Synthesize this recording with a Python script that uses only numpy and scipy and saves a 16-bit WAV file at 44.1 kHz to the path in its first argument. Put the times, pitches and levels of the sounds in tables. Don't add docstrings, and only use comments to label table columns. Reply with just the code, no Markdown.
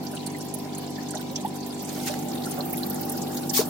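import sys
import numpy as np
from scipy import signal
from scipy.fft import rfft, irfft
from scipy.io import wavfile
from scipy.ndimage import uniform_filter1d, minimum_filter1d

SR = 44100
rng = np.random.default_rng(int(sys.argv[2]) if len(sys.argv) > 2 else 0)


def invert_db(x):
    u = np.asarray(x, float) / 20
    return 10 ** u


def store_pcm(level_fs):
    pcm = np.round(np.clip(level_fs, -1, 1) * 32767).astype(np.int16)
    wavfile.write(sys.argv[1], SR, np.atleast_2d(pcm).T)


N = 162729
LEFT_LAG_S = 0.0004967


def walk(rate):
    k = int(SR / rate)
    levels = np.repeat(rng.standard_normal(N // k + 1), k)
    return 0.74 * uniform_filter1d(uniform_filter1d(levels, k), k)[:N]


def bell(x, hz, octaves, lag_s=0.):
    f = np.maximum(np.fft.rfftfreq(x.shape[-1], 1 / SR), 1)
    band = np.exp(-.5 * (np.log2(f / hz) / octaves) ** 2 - 2j * np.pi * f * lag_s)
    y = irfft(rfft(x) * band, x.shape[-1])
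    return y / np.sqrt(np.mean(y ** 2, axis=-1, keepdims=True))


def pair(shape, alike):
    shared = np.clip(alike, 0, 1)
    noise = rng.standard_normal((3,) + shape)
    return np.sqrt(shared) * noise[0] + np.sqrt(1 - shared) * noise[1:]


def sides(pan_db):
    return invert_db(np.array([pan_db, -np.asarray(pan_db)]) / 2)


def add(out, start_s, grains):
    for k, i in enumerate((np.asarray(start_s) * SR).astype(int)):
        n = min(grains.shape[2], N - i)
        out[:, i:i + n] += grains[:, k, :n]


def fizz(x):
    patch_db = 4
    z = signal.stft(x, nperseg=1024)[2]
    patch = uniform_filter1d(rng.standard_normal(z.shape), size=3, axis=1) * np.sqrt(3)
    gain = invert_db(patch_db * patch - patch_db ** 2 / 8.7)
    return signal.istft(z * gain, nperseg=1024)[1][:, :N]


def bursts(out, start_s, db, hz, pan_db, octaves, decay_s):
    attack_s, grit_db, skirt_db, skirt_wider = .002, 7, 0.5, 4.63
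    u = np.arange(2048) / SR
    shape = (len(start_s), len(u))
    noise = pair(shape, 0.054) * invert_db(grit_db * rng.standard_normal(shape))
    puff = []
    for x, lag in zip(noise, (LEFT_LAG_S, 0.)):
        core = bell(x, hz[:, None], octaves, lag)
        skirt = bell(x, hz[:, None], octaves * skirt_wider, lag)
        rise = 1 - np.exp(-np.maximum(u - lag, 0) / attack_s)
        fall = np.exp(-(u / np.reshape(decay_s, (-1, 1))) ** 2)
        puff.append((core + invert_db(skirt_db) * skirt) * rise * fall)
    puff = np.array(puff)
    puff = puff / np.abs(puff).max(axis=2, keepdims=True)
    add(out, np.maximum(start_s - .002, 0), puff * (invert_db(db) * sides(pan_db))[:, :, None])


def bubbles(out, start_s, db, hz, pan_db, length_s, glide):
    lag_s = np.array([LEFT_LAG_S / 4, 0])[:, None, None]
    x = np.maximum(np.arange(3072) / SR - lag_s, 0) / length_s[:, None]
    env = np.sin(np.pi / 2 * np.minimum(x / 0.39, 1)) ** 2 * np.exp(-(x / 1.67) ** 1.6)
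    tone = np.sin(2 * np.pi * (hz * length_s)[:, None] * (x + glide * x ** 2 / 2))
    add(out, start_s, env * tone * (invert_db(db) * sides(pan_db))[:, :, None])


def rumble(turn):
    # pitch_hz [Hz], level_db [dB per Hz]
    rumble_colour = [(25, -28), (70, -18), (112, -13), (175, 4.5), (320, 0), (480, -8.5), (800, -10),
                     (1300, -25.5)]
    level_db, turn_db, pan_db, wide_hz = -39, 3.5, -2, 600
    f = np.maximum(np.fft.rfftfreq(N, 1 / SR), 1)
    hz, db = np.array(rumble_colour).T
    colour = invert_db(np.interp(np.log(f), np.log(hz), db, right=-70))
    mid, side = rfft(rng.standard_normal((2, N))) * colour
    width = np.minimum((30 / f) ** 2 + (f / wide_hz) ** 2, .35)
    low = irfft(mid + width * side * np.array([[1], [-1]]), N)
    return low / low.std() * invert_db(level_db + turn_db * turn) * sides(pan_db)[:, None]


def hiss(turn):
    # [left minus right, dB]
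    hiss_bands = [(650, 1.5, 8, 1, -1), (1296, -1, 6.5, -1, -2), (2450, -1, 0.5, 3, -3),
                  (4600, 1.5, 1, 1, -1.5), (6860, -3, 3, 0, -2), (10800, -11, 9, -9, -3.5),
                  (13000, -5, 8.5, -2, 8), (17300, -17, 14, -16, -9)]
    top_db, alike, flicker_db, shared_db = -84.5, 0.17, 2.5, 5
    out, rows, near = 0, np.array(hiss_bands).T, walk(31)
    for hz in 700 * 2 ** np.arange(0, 4.7, 1 / 3):
        db, rise, pan_a, pan_b = (np.interp(np.log(hz), np.log(rows[0]), r) for r in rows[1:])
        near = 0.38 * near + 0.39 * walk(20)
        noise = pair((N,), alike * (1000 / hz) ** 3.2)
        band = np.array([bell(noise[0], hz, 1 / 6, LEFT_LAG_S), bell(noise[1], hz, 1 / 6)])
        level = top_db + db + 10 * np.log10(hz / 4) + rise * turn
        level = level + shared_db * near + flicker_db * walk(35.2)
        out = out + band * invert_db(level) * sides(pan_a + (pan_b - pan_a) * turn)
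    return fizz(out)


def trickle(out, t):
    count, level_db, spread_db, low_hz, octaves = 260, -50.5, 1.5, 1125, 2.3
    c = rng.random((count, 5)).T
    hz = low_hz * 2 ** (octaves * c[2])
    db = level_db - spread_db * np.log(0.3 + c[1])
    bubbles(out, c[0] * t[-1], db, hz, 8 * (c[3] - .6), (6 + 14 * c[4]) / hz, 0.193)


def mist(out, t, turn):
    count, level_db, spread_db, turn_db = 200, -36.5, 2.5, 4.5
    c = rng.random((count, 5)).T
    start_s = c[0] * t[-1]
    late = np.interp(start_s, t, turn)
    db = level_db + turn_db * late - spread_db * np.log(0.097 + c[1])
    pan_db = -5 + 5 * late + 6 * (c[3] - .5)
    bursts(out, start_s, db, 3500 * 2 ** (2.61 * c[2]), pan_db, .12, .006 + .012 * c[4])


def gurgles(out):
    gurgle_events = [(0.1353, -30, 1470), (0.347, -27, 1990), (0.9827, -28, 1790), (1.135, -29, 1430),
                     (1.14, -34, 1900), (1.194, -32, 1430), (1.194, -38, 1810), (1.45, -32.5, 1930),
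                     (3.43, -32, 1370), (3.51, -32.5, 1770), (2.4645, -23, 1360), (2.735, -25.5, 2270),
                     (3.3044, -29.5, 1630)]
    start_s, db, hz = np.array(gurgle_events).T
    bursts(out, start_s, db - 6.5, hz, 0 * start_s - 2.5, 0.041, 0.014)


def gulps(out):
    gulp_events = [(.128, -32.5, 600), (.55, -36.5, 616), (.65, -36, 600), (1.38, -36, 600),
                   (1.14, -30.5, 610), (1.975, -35.5, 614), (2.095, -25.5, 600), (2.26, -35, 600),
                   (2.576, -29.5, 558), (2.73, -34.5, 720), (3.15, -34, 616), (3.6, -24, 622)]
    start_s, db, hz = np.array(gulp_events).T
    bubbles(out, start_s, db - 2.5, hz, 0 * start_s - 5, 0 * start_s + 0.014, 0.0052)


def plops(out):
    plop_events = [
        (1.155, -27, 726, -4, 0.0053),
        (1.305, -36, 501, 0, 0.023),
        (1.429, -39, 956, -1, 0.0067),
        (1.447, -18.5, 770, -4, 0.0078),
        (3.591, -11.5, 391, 5, 0.0074),
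    ]
    bubbles(out, *np.array(plop_events).T, 0.096)


def drops(out):
    # [left minus right, dB]
    drop_events = [(0.0672, -20.5, 4800, -10), (0.2024, -25, 4200, -2), (1.1694, -23, 3750, -2.5),
                   (1.3592, -7, 5820, -1), (0.17, -24.5, 2900, 3), (0.2668, -22.5, 4300, 0),
                   (0.409, -23.5, 5500, 0), (0.6913, -32, 3600, 0), (0.7257, -28.5, 3460, -5),
                   (0.8744, -26, 4900, -4), (1.2682, -29, 3410, -2), (1.36, -21, 3380, -1),
                   (1.4009, -29, 3900, -2), (1.4576, -26, 3450, -2), (1.63, -23.5, 4600, -4),
                   (1.7027, -23.5, 4800, -2), (1.7246, -27, 3500, 1), (2.607, -14, 4200, -3),
                   (2.8328, -12, 4250, -4), (3.496, -9.5, 5600, -2)]
    start_s, db, hz, pan_db = np.array(drop_events).T
    bursts(out, start_s, db - 8, hz, pan_db, 0.061, 0.011)


def spray(out, t, turn):
    # [centre, Hz]
    spray_events = [(0.049, -29, 11500), (0.15, -25, 9700), (0.263, -18.5, 8850), (0.3836, -29, 10800),
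                    (0.5403, -17.5, 10300), (0.586, -26, 10800), (0.7488, -23.5, 6960), (0.7815, -21, 10100),
                    (0.8375, -34, 15400), (1.0855, -27.5, 6760), (1.1074, -21, 8270), (1.151, -22.5, 6360),
                    (1.2116, -29, 13900), (1.452, -24, 13300), (1.4782, -26, 9700), (1.316, -31, 15600),
                    (1.556, -30.5, 12200), (1.6615, -31, 7000), (1.6641, -25, 14400), (1.683, -31, 11500),
                    (1.7447, -29.5, 7500), (1.7927, -29.5, 6940), (1.8218, -21, 14000), (1.8497, -24, 8350),
                    (1.8908, -26, 6560), (1.9275, -21, 14200), (2.19, -29, 15300), (2.19, -27, 7100),
                  (2.285, -26.5, 7300), (2.3481, -25.5, 10500), (2.4572, -20.5, 8800), (2.51, -17.5, 9440),
                  (2.5386, -19, 15300), (2.585, -20, 15400), (2.6524, -21, 15000), (2.6968, -20, 15400),
                  (2.7297, -15.5, 14000), (2.77, -18, 11800), (2.782, -20, 11500), (2.8624, -20, 13800),
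                  (2.899, -13.5, 13000), (2.9277, -25, 15100), (2.9446, -17, 10800), (3.011, -16, 15600),
                  (3.051, -16.5, 15700), (3.0956, -14, 10400), (3.118, -16, 13900), (3.17, -18, 14400),
                  (3.2163, -23.5, 6400), (3.278, -26, 11600), (3.3463, -23, 13300), (3.3667, -19, 12300),
                  (3.421, -26, 8700), (3.494, -16.5, 7350), (3.655, -21, 13500)]
    start_s, db, hz = np.array(spray_events).T
    pan_db = -5.5 + 4 * np.interp(start_s, t, turn)
    decay_s = 0.015 * 2 ** rng.uniform(-.6, .1, len(start_s))
    bursts(out, start_s, db, hz, pan_db, .13, decay_s)


def fish(out, t):
    splash_layers = [(1.855, 0.35, -43.5, 4070, 2), (2.055, 0.039, -39.5, 13800, 0.49),
                     (2.065, 0.036, -36.5, 2250, 0.82), (2.066, .034, -37.5, 6600, .5),
                     (2.104, .01, -41, 5300, .15), (2.138, 0.0065, -36, 1800, 1.6),
                     (2.569, 0.052, -38.5, 650, 0.72), (3.525, 0.1, -32.5, 14300, 0.15),
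                     (3.532, 0.1, -29, 5300, 0.6), (3.535, .09, -37, 9600, 0.14),
                     (3.56, 0.02, -28.5, 6450, .6), (3.568, 0.072, -40, 1090, 0.5),
                     (3.536, 0.089, -42, 2230, 0.44)]
    for start_s, length_s, db, hz, octaves in splash_layers:
        x = (t - start_s) / length_s
        rise = np.clip(x / 0.091, 0, 1)
        swell = 1.14 + .5 * np.sin(np.pi * np.clip(x, 0, 1))
        fall = np.exp(-np.maximum(x - .6, 0) ** 2 / 0.13)
        env = rise * swell * fall * invert_db(1.6 * walk(600))
        pan_db = 11 if hz > 1e4 else -2.5
        out += env * fizz(bell(pair((N,), 0.29), hz, octaves)) * invert_db(db) * sides(pan_db)[:, None]


def pump(turn):
    stroke_tones = [(2.03, -52, -50.5, -1.5, 0.5), (3.1, -43.5, -42.5, -2.5, 0.06),
                    (3.9, -48.5, -53, 5, 0.2), (5.07, -40, -36.5, -3, 0.1), (5.92, -42, -43, 4.5, 0.98),
                    (6.95, -49, -41.5, 9, 2.02), (7.73, -48.5, -52, 4, -0.65), (9, -56.5, -56.5, 16, 0.3),
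                    (10.15, -57.5, -56, 10, -0.3), (12, -57.5, -49, -4.5, 2), (13.13, -69, -86, -3, 1),
                    (14.5, -56.5, -74, -15, -6), (14.89, -52.5, -48, 5, 0.02), (15.91, -49, -43, -2, 0.4),
                    (17.05, -61.5, -53.5, 3, 1.3), (17.91, -59.5, -54.5, 6.5, -0.1),
                    (18.74, -57.5, -78, 1, 1.5), (19.94, -52.5, -65, -5, -1), (21.14, -59.5, -78, 7, -1)]
    stroke_hz, drift, waver_db, waver_rate, smear_rad = 49.36, 0.001, 2.5, 9, 0.1215
    phase = 2 * np.pi * np.cumsum(stroke_hz * (1 + drift * walk(1.447))) / SR
    out = np.zeros((2, N))
    for k, before_db, after_db, pan_db, lead in stroke_tones:
        waver = waver_db * np.clip(k / 15, .3, 1) * walk(waver_rate)
        gain = np.sqrt(2) * invert_db(before_db + (after_db - before_db) * turn + waver)
        p = round(k) * phase + smear_rad * k ** 2
        out += gain * sides(pan_db)[:, None] * np.array([np.sin(p + lead), np.sin(p)])
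    return out


def scene():
    turn_s, turn_length_s = 1.97, 0.19
    t = np.arange(N) / SR
    turn = .5 + .5 * np.tanh((t - turn_s) / turn_length_s)
    water = np.zeros((2, N))
    trickle(water, t)
    mist(water, t, turn)
    gurgles(water)
    gulps(water)
    plops(water)
    drops(water)
    spray(water, t, turn)
    fish(water, t)
    return rumble(turn) + hiss(turn) + water + pump(turn)


def thin(x):
    hole_share, hole_db, low_hz = .0022, -35, 1100
    f, _, z = signal.stft(x, SR, nperseg=1024)
    seeds = minimum_filter1d(rng.random(z.shape[1:]), size=4, axis=0)
    seeds = minimum_filter1d(seeds, size=4, axis=1)
    holes = (seeds < hole_share) & (f[:, None] > low_hz)
    return signal.istft(z * invert_db(hole_db * holes), nperseg=1024)[1][:, :N]


def low_pass(x):
    return signal.sosfilt(signal.butter(12, 16400, fs=SR, output="sos"), x)


def record(dry):
    top_cut = signal.ellip(10, .2, 45, 15900, fs=SR, output="sos")
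    mix = signal.sosfilt(top_cut, thin(dry))
    return low_pass(mix)


dry = scene()
out = record(dry)
store_pcm(out)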